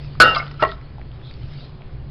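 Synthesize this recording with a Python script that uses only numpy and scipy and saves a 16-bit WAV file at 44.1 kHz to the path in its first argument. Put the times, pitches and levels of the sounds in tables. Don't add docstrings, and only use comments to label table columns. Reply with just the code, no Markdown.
import sys
import numpy as np
from scipy import signal
from scipy.fft import rfft, irfft
from scipy.io import wavfile
from scipy.ndimage import uniform_filter1d

SR = 44100
rng = np.random.default_rng(int(sys.argv[2]) if len(sys.argv) > 2 else 0)


def int16_out(signal):
    q = np.round(np.clip(np.atleast_2d(signal).T, -1, 1) * 32767)
    wavfile.write(sys.argv[1], SR, q.astype(np.int16))


def gain_from_db(level_db):
    decades = np.asarray(level_db, float) / 20
    return 10 ** decades


N = 92610


def evened(x):
    return x / np.sqrt(np.mean(x ** 2) + 1e-20)


def read(points, hz):
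    f, value = np.transpose(points)
    return np.interp(np.log(hz + 1), np.log(f + 1), value)


def add(mix, s, sound):
    part = mix[round(s * SR):][:len(sound)]
    part += sound[:len(part)]


def resonate(x, hz, width):
    r = np.exp(-np.pi * width / SR)
    c = r * np.cos(2 * np.pi * hz / SR)
    return 2 * (1 - r) * signal.lfilter([1, -c], [1, -2 * c, r * r], x + 1e-18)


def coloured(points, patchy_db):
    spectrum = rfft(rng.standard_normal(N)) * gain_from_db(read(points, np.fft.rfftfreq(N, 1 / SR)))
    s = signal.stft(irfft(spectrum, N), nperseg=1024)[2]
    patches = uniform_filter1d(rng.standard_normal(s.shape), 10, 0)
    patches = evened(uniform_filter1d(patches, 5, 1))
    return evened(signal.istft(s * gain_from_db(patchy_db * patches), nperseg=1024)[1][:N])


def choke(s, t60):
    return gain_from_db(np.clip(-60 * (np.arange(N) / SR - s) / max(t60, 1e-3), -120, 0))


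def can(blows, modes, crack_t60, width, snap_db, haze_db, haze_t60, wobble):
    wobble_per_s = 70
    t = np.arange(SR // 3) / SR
    ring, crack = np.zeros(N), np.zeros(N)
    snap = np.array([.2, .5, .5, .2, -.2, -.3, -.3, -.2, -.2, -.1, -.1])
    for s, ring_db, crack_db, crack_hz in blows:
        for hz, db, t60 in modes:
            spot, a, b = rng.standard_normal((3, 64))
            sway = np.interp(t * wobble_per_s, np.arange(64), 1 - wobble + wobble * (a + 1j * b))
            tone = (sway * np.exp(2j * np.pi * hz * t)).imag
            level = gain_from_db(ring_db + db + 2.67 * spot[1] - 60 * t / max(t60, 1e-3))
            add(ring, s, np.sign(spot[0]) * level * tone)
        fade = gain_from_db(-60 * t / max(crack_t60, 1e-3)) + gain_from_db(haze_db - 60 * t / max(haze_t60, 1e-3))
        push = rng.standard_normal(len(t)) * fade
        push[0] = 3
        wide = max(1.5 * width * crack_hz, 20)
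        noise = resonate(resonate(push, crack_hz, wide), crack_hz, wide)
        add(crack, s, gain_from_db(crack_db) * noise / np.sqrt(np.pi * wide / SR))
        add(crack, s, gain_from_db(crack_db + snap_db) * snap)
    return ring, crack


def appliance_hum():
    # frequency in Hz, width in Hz, level in dB
    hum_tones = [(57.7, 7, -45.5), (124.4, 7, -47.5), (142.93, 1.2, -39), (310, 6, -70), (375, 0.87, -59.5)]
    hum = np.zeros(N)
    for hz, width, db in hum_tones:
        tone = resonate(resonate(rng.standard_normal(2 * N), hz, width), hz, width)
        hum += gain_from_db(db) * evened(tone[N:])
    return hum


def room_air():
    # frequency in Hz, level in dB per Hz
    air_spectrum = [(2.4, -11), (4.0, 8.5), (35, -7), (65, -0.5), (91, -4.5), (135, -2), (172, -13.5),
                    (214, -16.5), (4560, -44), (6000, -59.5), (7800, -79.5), (13200, -120)]
    return gain_from_db(-35.5) * coloured(air_spectrum, patchy_db=1.27)


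def cloth_rustle():
    # frequency in Hz, level in dB per Hz
    cloth_spectrum = [(800, -10), (2000, -4), (3200, 0), (4300, 1), (5200, -3), (6000, -8)]
    # time in seconds, level in dB
    motion = [(0.0, -47.5), (0.24, -55.5), (0.36, -41), (0.53, -55.5), (0.71, -46), (0.79, -59.5),
              (1.08, -63), (1.25, -53), (1.3, -49.5), (1.36, -50.5), (1.4, -53.5), (1.5, -48),
              (1.58, -47.5), (1.65, -45), (1.71, -58.5), (1.91, -63), (2.1, -66)]
    s, db = np.transpose(motion)
    return coloured(cloth_spectrum, patchy_db=4.0) * gain_from_db(np.interp(np.arange(N) / SR, s, db))


def room(x):
    # frequency in Hz, t60 in seconds
    decay = [(200, .4), (700, 0.35), (1500, 0.49), (3000, 0.2), (5500, 0.35)]
    taps = np.zeros(SR // 2)
    at = np.arange(200, SR // 2 - 20, 20)
    taps[at + rng.integers(0, 20, at.shape)] = rng.choice([-1., 1.], at.shape)
    hz, t, z = signal.stft(taps, SR, nperseg=256)
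    tail = signal.istft(z * gain_from_db(-60 * t / read(decay, hz)[:, None]), SR, nperseg=256)[1]
    return signal.fftconvolve(x, tail / np.linalg.norm(tail))[:N]


def small_ticks():
    # start in seconds, ring in dB, crack in dB, crack pitch in Hz
    taps = [(.0468, -51.5, -34, 2380), (.1526, -46, -23.5, 1185), (.4665, -38, -31, 2960),
            (.4795, -33, -36, 4000), (.5125, -45.5, -28.5, 2470), (.5160, -33, -26, 4270),
            (.5420, -41.5, -38, 3980), (.6805, -45, -31, 3500), (.7158, -36.5, -25, 3650),
            (.7203, -29.5, -32, 3350), (.7800, -46, -46, 4400), (.8135, -40.5, -38.5, 2190),
            (.9830, -47, -26, 800), (.9960, -59.5, -27, 708), (1.0150, -54, -32, 1980),
            (1.1169, -62, -38.5, 2910), (1.2150, -68, -38.5, 1500), (1.3115, -62, -21.5, 2130),
            (1.3400, -66, -36, 4000), (1.4335, -63.5, -30, 4500), (1.4950, -73, -40.5, 1200),
            (1.5850, -51, -29, 570), (1.6080, -53.5, -28, 1300), (1.8100, -60, -32.5, 600),
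            (1.8200, -61, -35.5, 2250)]
    # frequency in Hz, level in dB, t60 in seconds
    lid_modes = [(1330, 3, 0.061), (1970, -6, 0.05), (5130, -12.5, 0.029)]
    # crack t60 in s, crack width share, snap in dB, haze in dB, haze t60 in s, wobble
    touch = (.001, .3, -7, -32, .05, .6)
    return sum(can(taps, lid_modes, *touch))


def seating():
    # start in seconds, ring in dB, crack in dB, crack pitch in Hz
    knocks = [
        (.6243, -11.5, -6, 903),
        (.6262, -23, -23, 3800),
        (.6310, -18.5, -19, 750),
        (.6365, -16, -17, 800),
        (.6490, -13, -20, 1950),
        (.6560, -19, -28, 1920),
        (.6600, -19.5, -22.5, 600),
        (.6715, -25.5, -29, 900),
        (.6900, -20, -29.5, 1900),
    ]
    # frequency in Hz, level in dB, t60 in seconds
    seated_modes = [(426.3, -7, .12), (397, -2, 0.13), (641, -0.5, 0.1), (661, -8, 0.2), (800, -15, 0.028),
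                    (990, -7, 0.038), (1078, -1.5, 0.13), (1184, -17.5, 0.068), (1328, -2, 0.16),
                    (1888, -14.5, 0.11), (1920, -2.5, 0.09), (2800, -12.5, 0.057), (3300, -24.5, 0.044),
                    (4760, -35, 0.044)]
    # crack t60 in s, crack width share, snap in dB, haze in dB, haze t60 in s, wobble
    touch = (.02, .4, -12, -23, .15, .6)
    ring, crack = can(knocks, seated_modes, *touch)
    press = np.maximum(choke(s=0.640, t60=.03), gain_from_db(-10))
    return crack + ring * press


def rim_slide():
    start_s, end_s, rise_s = .593, .623, .017
    slips_per_s, slide_db = 8200, -23.5
    # frequency in Hz, width in Hz, level in dB
    scrape_bands = [(1324, 36, 1), (1043, 200, -27), (2080, 110, -20.5), (5023, 280, -32.5),
                    (3500, 3300, -29)]
    t = np.arange(N) / SR
    slips = rng.standard_normal(N) * (rng.random(N) < slips_per_s / SR)
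    push = slips * np.clip((t - start_s) / rise_s, 0, 1) * (t < end_s)
    out = np.zeros(N)
    for hz, width, db in scrape_bands:
        steady = resonate(slips, hz, width).std()
        out += gain_from_db(slide_db + db) * resonate(push, hz, width) / steady
    return out


def rim_rattle():
    # start in seconds, ring in dB, crack in dB, crack pitch in Hz
    chatter = [(.3471, -30, -21, 3400), (.3480, -34, -22, 4600), (.3490, -27.5, -22, 2250),
               (.3572, -17.5, -22, 4000), (.3595, -14.5, -22.5, 5000), (.3630, -16.5, -26, 2800),
               (.3670, -14.5, -22, 1100), (.3748, -18, -32, 4970), (.3790, -30.5, -29, 5000),
               (.3845, -32.5, -29.5, 5000), (.3890, -33, -33, 3900), (.3935, -24, -29, 1400),
               (.4000, -26, -23, 2200), (.4090, -27.5, -32, 2100), (.4160, -36, -41.5, 2730),
               (.4262, -29.5, -35.5, 1400)]
    # frequency in Hz, level in dB, t60 in seconds
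    rim_modes = [(682, -10.5, 0.061), (1105, -2, 0.026), (1202, -3.5, 0.082), (1360, -3.5, 0.094),
                 (1520, -23.5, 0.15), (2140, -11.5, 0.11), (2696, -18, 0.12), (3305, -24, 0.091),
                 (3880, -28.5, 0.14), (4980, -21.5, 0.03)]
    # crack t60 in s, crack width share, snap in dB, haze in dB, haze t60 in s, wobble
    touch = (.028, .08, -6, -20, .14, .35)
    return sum(can(chatter, rim_modes, *touch))


def wall_ring():
    # start in seconds, ring in dB, crack in dB, crack pitch in Hz
    wall_knock = [
        (.2293, -14, -32.5, 2800),
    ]
    # frequency in Hz, level in dB, t60 in seconds
    wall_mode = [(2791, 0, .6)]
    # crack t60 in s, crack width share, snap in dB, haze in dB, haze t60 in s, wobble
    touch = (1, -1.5, -9.5, -18.5, 3.5, -0.38)
    return sum(can(wall_knock, wall_mode, *touch)) * choke(s=0.347, t60=0.008)


def rebound():
    # start in seconds, ring in dB, crack in dB, crack pitch in Hz
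    bounces = [
        (.2295, -7, -14.5, 3000),
        (.2330, -7.5, -15.5, 550.3),
        (.2390, -14, -20, 600),
        (.2460, -11.5, -18.5, 1500),
        (.2620, -16.5, -23, 1800),
        (.2760, -16, -25.5, 1400),
    ]
    # frequency in Hz, level in dB, t60 in seconds
    free_modes = [(507, -8.5, 0.14), (546, -9.5, 0.033), (600, -11.5, 0.13), (1036, -23, 0.1),
                  (1255, -15, 0.18), (1297, -6.5, 0.27), (1331.6, 0, .22), (1410, -12, 0.15),
                  (1462, -3, 0.087), (1560, -15, .07), (1680, -18, .1), (1880, -14, 0.2), (3700, -26, .15),
                  (4180, -28.5, .12)]
    # crack t60 in s, crack width share, snap in dB, haze in dB, haze t60 in s, wobble
    touch = (-0.0864, -1.3, -11, -19.5, 0.58, -0.23)
    return sum(can(bounces, free_modes, *touch))


def blow():
    # start in seconds, ring in dB, crack in dB, crack pitch in Hz
    strikes = [
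        (.2012, 8.5, 2.5, 600),
        (.2030, -27.5, -15.5, 3000),
        (0.2135, -15.5, -7, 2500),
        (.2200, -2, -13.5, 4000),
    ]
    # frequency in Hz, level in dB, t60 in seconds
    struck_modes = [(507.8, -19, 0.18), (628, -16, 0.094), (1231, -8.5, .05), (1316.8, -2.5, 0.2),
                    (1487, -2, 0.23), (1641.5, -14, 0.068), (2320, -21.5, 0.076), (2660, -19, .08),
                    (2797, -17, 0.13), (2985, -21, 0.045), (4333, -19, .1), (4560, -19.5, .1),
                    (5170, -21.5, 0.2)]
    # crack t60 in s, crack width share, snap in dB, haze in dB, haze t60 in s, wobble
    touch = (0.0172, 0.9, 1.5, -21.5, 0.59, -0.02)
    ring, crack = can(strikes, struck_modes, *touch)
    out = ring * choke(s=0.224, t60=0.036) + crack
    thump_db, thump_hz, thump_t60 = -12, 85, .1
    t = np.arange(8000) / SR
    thump = gain_from_db(thump_db - 60 * t / thump_t60) * np.sin(2 * np.pi * thump_hz * t)
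    add(out, strikes[0][0], thump)
    return out


def scene():
    near = blow() + rebound() + wall_ring() + seating() + rim_rattle() + small_ticks() + rim_slide()
    reflections = gain_from_db(-19) * room(near)
    background = appliance_hum() + cloth_rustle() + room_air()
    return (near + reflections + background)[None]


def smooth(x, taps):
    return signal.oaconvolve(np.pad(x, ((0, 0), (200, 200))), taps[None], "valid")


def band_limit(x):
    return signal.sosfilt(signal.butter(12, 16190, fs=SR, output="sos"), x)


def record(dry):
    input_top, output_top = .73, 0.71
    edge, skirt, final = [signal.firwin(401, hz, window=("kaiser", 11), fs=SR) for hz in (5252, 6000, 16150)]
    raising = edge + gain_from_db(-19) * (skirt - edge)
    clipped = np.clip(smooth(dry, skirt), -input_top, input_top)
    slow = clipped * 4 * (np.arange(N) % 4 == 0)
    raised = np.clip(smooth(slow, raising), -output_top, output_top)
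    return band_limit(smooth(raised, final))


dry = scene()
out = record(dry)
int16_out(out)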